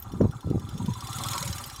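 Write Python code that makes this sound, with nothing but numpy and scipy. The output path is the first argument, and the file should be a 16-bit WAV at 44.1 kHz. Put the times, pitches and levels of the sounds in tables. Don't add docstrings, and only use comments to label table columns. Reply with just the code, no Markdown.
import sys
import numpy as np
from scipy import signal
from scipy.io import wavfile
from scipy.ndimage import uniform_filter1d

SR = 44100
rng = np.random.default_rng(int(sys.argv[2]) if len(sys.argv) > 2 else 0)


def magnitude_from_level(level_db):
    exponent = np.asarray(level_db, float) / 20
    return 10 ** exponent


def persist_wave(psi):
    counts = np.round(np.clip(psi, -1, 1) * 32767).astype(np.int16)
    wavfile.write(sys.argv[1], SR, np.atleast_2d(counts).T)


N = 79380

# (time [s], cycle rate [cycles/s])
ENGINE_SPEED = [(0.0, 10.64), (0.17, 10.69), (0.3, 10.06), (0.46, 10.73), (0.62, 10.42), (0.8, 11.96),
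                (0.97, 14.02), (1.1, 16.9), (1.25, 20.27), (1.38, 21.79), (1.46, 19.98), (1.6, 17.73),
                (1.8, 15.1)]
# (time [s], level [dB])
EFFORT = [(0, -60), (.2, -62.5), (.6, -61.5), (.72, -58.5), (.9, -55), (1.0, -52.5), (1.15, -46),
          (1.36, -42), (1.5, -45.5), (1.62, -48), (1.8, -52.5)]
# (time [s], level [dB])
THROTTLE = [(0, -50), (.07, -42), (.2, -50.5), (.33, -47.5), (.5, -52.5), (.7, -48), (.8, -45), (.86, -49),
            (.885, -62), (1.0, -44.5), (1.15, -41), (1.25, -34), (1.3, -38.5), (1.35, -33.5), (1.45, -45),
            (1.6, -39.5), (1.8, -49.5)]
# (frequency [Hz], width [Hz], idle level [dB], full-speed level [dB], second valve's extra level [dB])
HEAD_MODES = [(2164, 220, -48, -6.5, -8), (3073, 246, -9, -8.5, -31), (3508, 28, -9.5, -29, -13),
              (4010, 430, -20, -2, -1), (5205, 410, -10.5, -1.5, -16), (5628, 120, -6.5, -6.5, -11),
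              (6880, 180, -31, -0.5, -21), (8130, 360, -19, -1, -5), (9520, 870, -6.5, -4, -27),
              (11750, 570, -13.5, -3.5, -13), (13200, 710, -14, -13, -6), (15000, 500, -12, -8, -1)]
# (frequency [Hz], width [Hz], level [dB])
OVERRUN_MODES = [(5600, 250, 4.5), (4060, 200, 3), (3120, 200, 3)]
# (frequency [Hz], density [dB per Hz])
EXHAUST_HISS = [(3000, -9), (6000, -10), (7200, 6), (8500, 10), (10000, 5), (12000, 3.5), (15500, -4)]
# (frequency [Hz], width [Hz], level [dB])
AIRBOX_MODES = [(562, 39, -8.5), (790, 97, 2), (971, 34, 1), (1107, 27, -3), (1193, 41, 2), (1341, 19, 0.5),
                (1507, 160, -7)]
# (place [cycles], length [cycles], level [dB])
GULPS = [
    (0.216, 0.073, -1.5),
    (0.368, 0.092, -5.5),
    (0.698, 0.2, -11),
]
# (time [s], peak level [dB], frequency [Hz], t60 [s])
HONKS = [(.045, -46, 980, .1), (0.058, -43, 1200, 0.086), (0.143, -41, 1210, 0.066),
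         (0.32, -44.5, 1348, 0.25), (0.427, -42, 1000, 0.097), (0.476, -47.5, 1297, 0.22),
         (.523, -48, 1263, 0.087), (0.531, -37, 800, 0.075), (.617, -44, 990, 0.069),
         (0.706, -45.5, 1327, 0.18), (0.801, -38, 986.6, 0.13), (0.88, -33, 981, 0.13),
         (0.913, -37, 980, .06), (0.953, -34, 997, .11), (0.985, -33, 975, 0.028),
         (1.023, -30, 1086, 0.069), (1.057, -39.5, 1036, 0.24), (1.086, -34, 1051, 0.072),
         (1.096, -40, 1200, 0.2), (1.14, -35, 1328, 0.13), (1.168, -35, 1245, 0.074),
         (1.196, -37, 1090, 0.22), (1.246, -29.5, 1124, 0.098), (1.257, -32, 1340, .15),
         (1.317, -33, 1060, 0.13), (1.343, -29.5, 978, 0.14), (1.348, -31, 1102, 0.21),
         (1.378, -31, 960, 0.05), (1.391, -33, 1077, 0.039), (1.412, -32, 1000, 0.083),
         (1.424, -38, 570, 0.18), (1.463, -34, 988, 0.067), (1.466, -43, 563, 0.11),
         (1.505, -46.5, 562, 0.18), (1.544, -52.5, 1199, 0.14), (1.596, -37, 1204, 0.065),
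         (1.742, -35.5, 1127, 0.055), (1.779, -37, 1104, 0.07)]
# (frequency [Hz], density [dB per Hz])
WHIRR_SPECTRUM = [(180, -53), (350, -9), (620, -14.5), (1100, -1), (1870, -4), (3950, -9), (6000, -11),
                  (7080, -7), (16000, -31.5)]
# (frequency [Hz], width [Hz], level [dB])
WHIRR_BANDS = [(2270, 440, -11), (3530, 160, 34), (3930, 110, 31), (7900, 83, 21), (6840, 60, 36),
               (6570, 450, 11)]
# (time [s], peak level [dB], frequency [Hz], t60 [s])
RATTLES = [
    (.0005, -35, 14660, 0.03),
    (.001, -35, 13200, 0.012),
    (0.024, -33, 13620, 0.036),
    (0.208, -35.5, 890, 0.16),
    (0.242, -35.5, 820, 0.091),
    (0.349, -55.5, 7400, 0.11),
    (0.828, -41.5, 8270, 0.022),
    (1.514, -41, 13700, 0.017),
    (1.66, -41, 13500, .08),
]
# (time [s], level [dB])
GUSTS = [(0.0, -56.5), (0.1, -48), (0.134, -27.5), (0.18, -31.5), (0.21, -27), (0.25, -12.5),
         (0.274, -25.5), (0.396, -54), (0.51, -27), (0.66, -42), (0.896, -30.5), (0.946, -47),
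         (1.172, -49.5), (1.182, -35.5), (1.382, -46.5), (1.422, -41.5), (1.728, -59.5), (1.8, -59)]
# (frequency [Hz], density [dB per Hz])
TURBULENCE = [(20, -25), (50, -11.5), (100, 2), (200, -1.5), (350, -8), (600, -28), (1000, -30.5),
              (2000, -66)]
# (time [s], peak level [dB], frequency
# [Hz], length [cycles])
EDDIES = [(0.138, -25, 225, 0.72), (0.154, -27, 190, 2.5), (0.207, -13.5, 264, 1.4),
          (0.212, -6.5, 430, 1.34), (.217, -8.5, 198, 0.96), (0.2238, -14, 256, 1.5),
          (0.2282, -17, 247, 1.23), (0.2386, -18.5, 230, 0.64), (0.243, -13, 201, 1.35),
          (0.2477, -16, 385, 0.7), (0.256, -8.5, 196, 0.49), (.248, -21.5, 100.6, 2.2),
          (0.269, -30, 143, 3.1), (0.296, -19.5, 121, 1.15), (.447, -27, 200, 0.94),
          (0.463, -22, 111, 1.63), (.473, -27.5, 420, 1.36), (0.475, -20, 134, 0.8),
          (0.482, -23.5, 150, .8), (0.492, -27, 160, 1.6), (0.507, -15.5, 135, 0.88),
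          (0.5133, -14, 297, 1.14), (0.526, -29, 140, 0.95), (.549, -20, 256, 0.65),
          (0.5576, -12, 186, 0.7), (.546, -16.5, 148, 0.9), (.56, -31, 597, 1.9), (.573, -20, 105, 2.3),
          (0.579, -26, 220, 0.36), (0.689, -29, 185, 0.84), (0.754, -26.5, 168, 2.1),
          (1.56, -27.5, 104, 1.6), (.803, -24, 180, 2.3), (.82, -26.5, 242, 1.5), (0.847, -19.5, 146, 0.9),
          (0.887, -16.5, 182, 1.94), (0.902, -21.5, 141, 2.2), (0.919, -23.5, 113, 2.3),
          (1.19, -30, 199, 1.25), (1.419, -30.5, 163, 2.6), (1.462, -27.5, 115, 2.5),
          (1.476, -31.5, 125, 1.3), (1.487, -30, 128, 0.87), (1.497, -31, 201, 1), (1.503, -24.5, 105, 1),
          (1.514, -30, 97.2, 0.91)]
# (frequency [Hz], density [dB per Hz])
RUMBLE_SPECTRUM = [(15, -26), (40, -0.5), (80, 2.5), (160, -17), (400, -19), (800, -52)]

FIRST_TICK_S = 0.0248
IDLE_HZ, FULL_HZ = 10.5, 21.5
SECOND_VALVE_AT = 0.582
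TICK_FOLLOW = 0.87
PISTON_HZ = 3450
FULL_PULL = 6


def evened(x):
    return x / np.sqrt(np.mean(x ** 2) + 1e-20)


def curve(table):
    times, values = np.transpose(table)
    return np.interp(np.arange(N) / SR, times, values)


def resonate(x, hz, width):
    r = np.exp(-np.pi * width / SR)
    return 2 * signal.lfilter([1 - r], [1, -r * np.exp(2j * np.pi * hz / SR)], x).real


def noise(spectrum, patchy_db, size=512):
    frames, hz = 4 * N // size + 5, np.fft.rfftfreq(size, 1 / SR)
    real, imaginary, patches = rng.standard_normal((frames, len(hz), 3)).T
    patches = uniform_filter1d(patches, size=5, axis=0)
    patches = evened(uniform_filter1d(patches, size=8, axis=1))
    f, db = np.transpose(spectrum)
    shape = np.interp(np.log(hz + 1), np.log(f + 1), db)[:, None]
    bins = (real + 1j * imaginary) * magnitude_from_level(shape + patchy_db * patches)
    return evened(signal.istft(bins, nperseg=size, noverlap=3 * size // 4)[1][:N])


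def crank(place=0.):
    rate = curve(ENGINE_SPEED)
    turns = np.cumsum(rate) / SR
    turns = turns - turns[round(FIRST_TICK_S * SR)] - place + 2
    part = turns % 1
    revs = np.clip((rate - IDLE_HZ) / (FULL_HZ - IDLE_HZ), 0, 1)
    return turns.astype(int), part, part / rate, revs


def onsets(cycle):
    return np.diff(cycle, prepend=cycle[0]) > 0


def vary(cycle, spread_db, count=1):
    return magnitude_from_level(spread_db * rng.standard_normal((40, count))[cycle].T)


def effort_db(follow):
    db = curve(EFFORT)
    return db.max() + follow * (db - db.max())


def pull():
    return uniform_filter1d(np.gradient(curve(ENGINE_SPEED)) * SR, size=6000) / FULL_PULL


def load_db(hz):
    return 7 * np.clip(pull(), -1, 1) * np.exp(-((hz - PISTON_HZ) / 250) ** 2)


def overrun_db(hz):
    drag = np.clip(-pull(), 0, 1)
    return drag * sum(db * np.exp(-((hz - f) / width) ** 2) for f, width, db in OVERRUN_MODES)


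def valves():
    tick_db, strike_db, second_valve_db, spread_db = 16, 23, -6, 1.5
    rise_s, decay_s, quicken = 0.00078, 0.0067, 0.49
    dull_hz = 8350
    out = np.zeros(N)
    for second, place in enumerate([0, SECOND_VALVE_AT]):
        cycle, _, since, revs = crank(place)
        strike = magnitude_from_level(strike_db) * onsets(cycle)
        scrape = (1 - np.exp(-since / rise_s)) * np.exp(-since / decay_s / (1 - quicken * revs))
        level = magnitude_from_level(effort_db(TICK_FOLLOW) + tick_db)
        gains = vary(cycle, spread_db, count=len(HEAD_MODES))
        for (hz, width, idle_db, full_db, second_db), gain in zip(HEAD_MODES, gains):
            db = idle_db + (full_db - idle_db) * revs + second * (second_valve_db + second_db)
            db = db + load_db(hz) + overrun_db(hz)
            blow = strike * np.exp(-hz / dull_hz) + scrape * rng.standard_normal(N)
            ring = resonate(resonate(level * gain * magnitude_from_level(db) * blow, hz, 4.3 * width), hz, width)
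            out += ring * np.sqrt(SR / width / 10)
    return out


def piston():
    slap_db, full_speed_db, second_db, width = 13, -10, -3, 200
    slaps = np.zeros(N)
    for place, db in [(0, 0), (SECOND_VALVE_AT, second_db)]:
        cycle, _, _, revs = crank(place)
        level = effort_db(TICK_FOLLOW) + slap_db + full_speed_db * revs + db + load_db(PISTON_HZ)
        slaps += onsets(cycle) * magnitude_from_level(level)
    ring = resonate(resonate(slaps, PISTON_HZ, 4 * width), PISTON_HZ, width)
    return ring * SR / (2 * np.pi * width)


def exhaust_thump():
    idle_db, full_db, load_share = -33, -34, 0.66
    cycle, part, since, revs = crank(0.4025)
    pitch = vary(cycle, 0.5)[0]

    def ring(hz, rise_s):
        swell = (since / rise_s * np.exp(1 - since / rise_s)) ** 2
        return swell * np.sin(2 * np.pi * hz * pitch * since)

    thump = ring(115.1, 0.0099) + magnitude_from_level(-9) * ring(203, 0.0035)
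    thump *= vary(cycle, -1)[0] * magnitude_from_level(idle_db + (full_db - idle_db) * revs)
    fade = np.minimum(10 * (1 - part), 1)
    return thump * fade * magnitude_from_level(load_share * load_db(PISTON_HZ))


def exhaust_hiss():
    cycle, part, _, _ = crank(0.18)
    length_cycles = 0.89
    puff = np.sin(np.pi * np.minimum(part / length_cycles, 1)) ** 2 * vary(cycle, 2)[0]
    return puff * noise(EXHAUST_HISS, 1.0, size=256) * magnitude_from_level(effort_db(1.32) + 3.5)


def intake():
    gate = magnitude_from_level(-13) * np.ones(N)
    for place, cycles, db in GULPS:
        cycle, part, _, _ = crank(place)
        gulp = np.sin(np.pi * np.sqrt(np.minimum(part / cycles, 1))) ** 2
        gate += magnitude_from_level(db) * vary(cycle, 2.5)[0] * gulp
    mode_gains = vary(crank()[0], 1.5, count=len(AIRBOX_MODES))
    gates = gate * uniform_filter1d(mode_gains, size=600, axis=1)
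    box = np.zeros(N)
    for (hz, width, db), mode_gate in zip(AIRBOX_MODES, gates):
        rush = resonate(mode_gate * rng.standard_normal(N), hz, 3 * width)
        box += magnitude_from_level(db) * resonate(rush, hz, width) / np.sqrt(width)
    return evened(box) * magnitude_from_level(curve(THROTTLE) - 5)


def honks():
    rise_s, wobble_share = 0.0032, 0.0419
    wobble = 1 + wobble_share * evened(uniform_filter1d(rng.standard_normal(N), size=150))
    wobbly_time = np.cumsum(wobble) / SR
    out = np.zeros(N)
    for s, db, hz, t60 in HONKS:
        since = np.maximum(np.arange(N) / SR - s, 0)
        envelope = (1 - np.exp(-since / rise_s)) * magnitude_from_level(db + 1.5 - 60 * since / t60)
        out += envelope * np.sin(2 * np.pi * hz * wobbly_time)
    return out


def fins():
    width, taps_per_s, sizes_db = 28, 14, 3.5
    f, db = np.transpose(WHIRR_SPECTRUM)
    out = np.zeros(N)
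    for hz in rng.uniform(3200, 15700, size=70):
        sizes = magnitude_from_level(sizes_db * np.minimum(rng.exponential(1, N), 3))
        taps = (rng.random(N) < taps_per_s / SR) * sizes
        ping = resonate(resonate(taps, hz, 6 * width), hz, width)
        out += magnitude_from_level(np.interp(np.log(hz), np.log(f), db)) * ping
    return evened(out)


def whirr():
    bands = np.zeros(N)
    for hz, width, db in WHIRR_BANDS:
        band = evened(resonate(rng.standard_normal(N), hz, width))
        bands += magnitude_from_level(db + 3.4 * load_db(hz)) * band
    haze = noise(WHIRR_SPECTRUM, 2.5) + magnitude_from_level(-9.5) * evened(bands) + fins()
    pulse_db = 4 * np.exp(-crank()[1] / 0.35)
    return haze * magnitude_from_level(effort_db(1) - 1 + pulse_db)


def rattles():
    t, out = np.arange(N) / SR, np.zeros(N)
    for s, db, hz, t60 in RATTLES:
        width = min(800, hz / 2)
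        ring = evened(resonate(resonate(rng.standard_normal(N), hz, width), hz, width))
        out += ring * (t > s) * magnitude_from_level(db - 1 - 60 * np.abs(t - s) / t60)
    return out


def wind():
    gust = curve(GUSTS)
    level = gust.max() + 0.91 * (gust - gust.max()) - 6.5
    turbulence = noise(TURBULENCE, 3, size=1024) * magnitude_from_level(level)
    return turbulence + magnitude_from_level(-47) * noise(RUMBLE_SPECTRUM, 3.3, size=2048)


def eddies():
    edge = 0.13
    t, out = np.arange(N) / SR, np.zeros(N)
    for s, db, hz, cycles in EDDIES:
        u = (t - s) * hz
        swing = np.cos(2 * np.pi * u) + edge * np.cos(4.6 * np.pi * u) * np.exp(-8 * u ** 2)
        out -= magnitude_from_level(db) * np.exp(-(2 * u / cycles) ** 2) * swing
    return out


def scene():
    engine = valves() + piston() + exhaust_thump() + exhaust_hiss() + intake() + honks()
    return (engine + whirr() + rattles() + wind() + eddies())[None]


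def low_pass(x):
    return signal.sosfilt(signal.butter(12, 17080, fs=SR, output="sos"), x)


def record(dry):
    limit, low_hz, top_hz = 0.42, 45, 15900
    soft = limit * np.tanh(dry / limit)
    low_cut = signal.butter(2, low_hz, "highpass", fs=SR, output="sos")
    top_cut = signal.firwin(511, top_hz, window=("kaiser", 9), fs=SR)[None]
    mix = signal.oaconvolve(signal.sosfilt(low_cut, soft), top_cut, "same")
    return low_pass(mix)


dry = scene()
out = record(dry)
persist_wave(out)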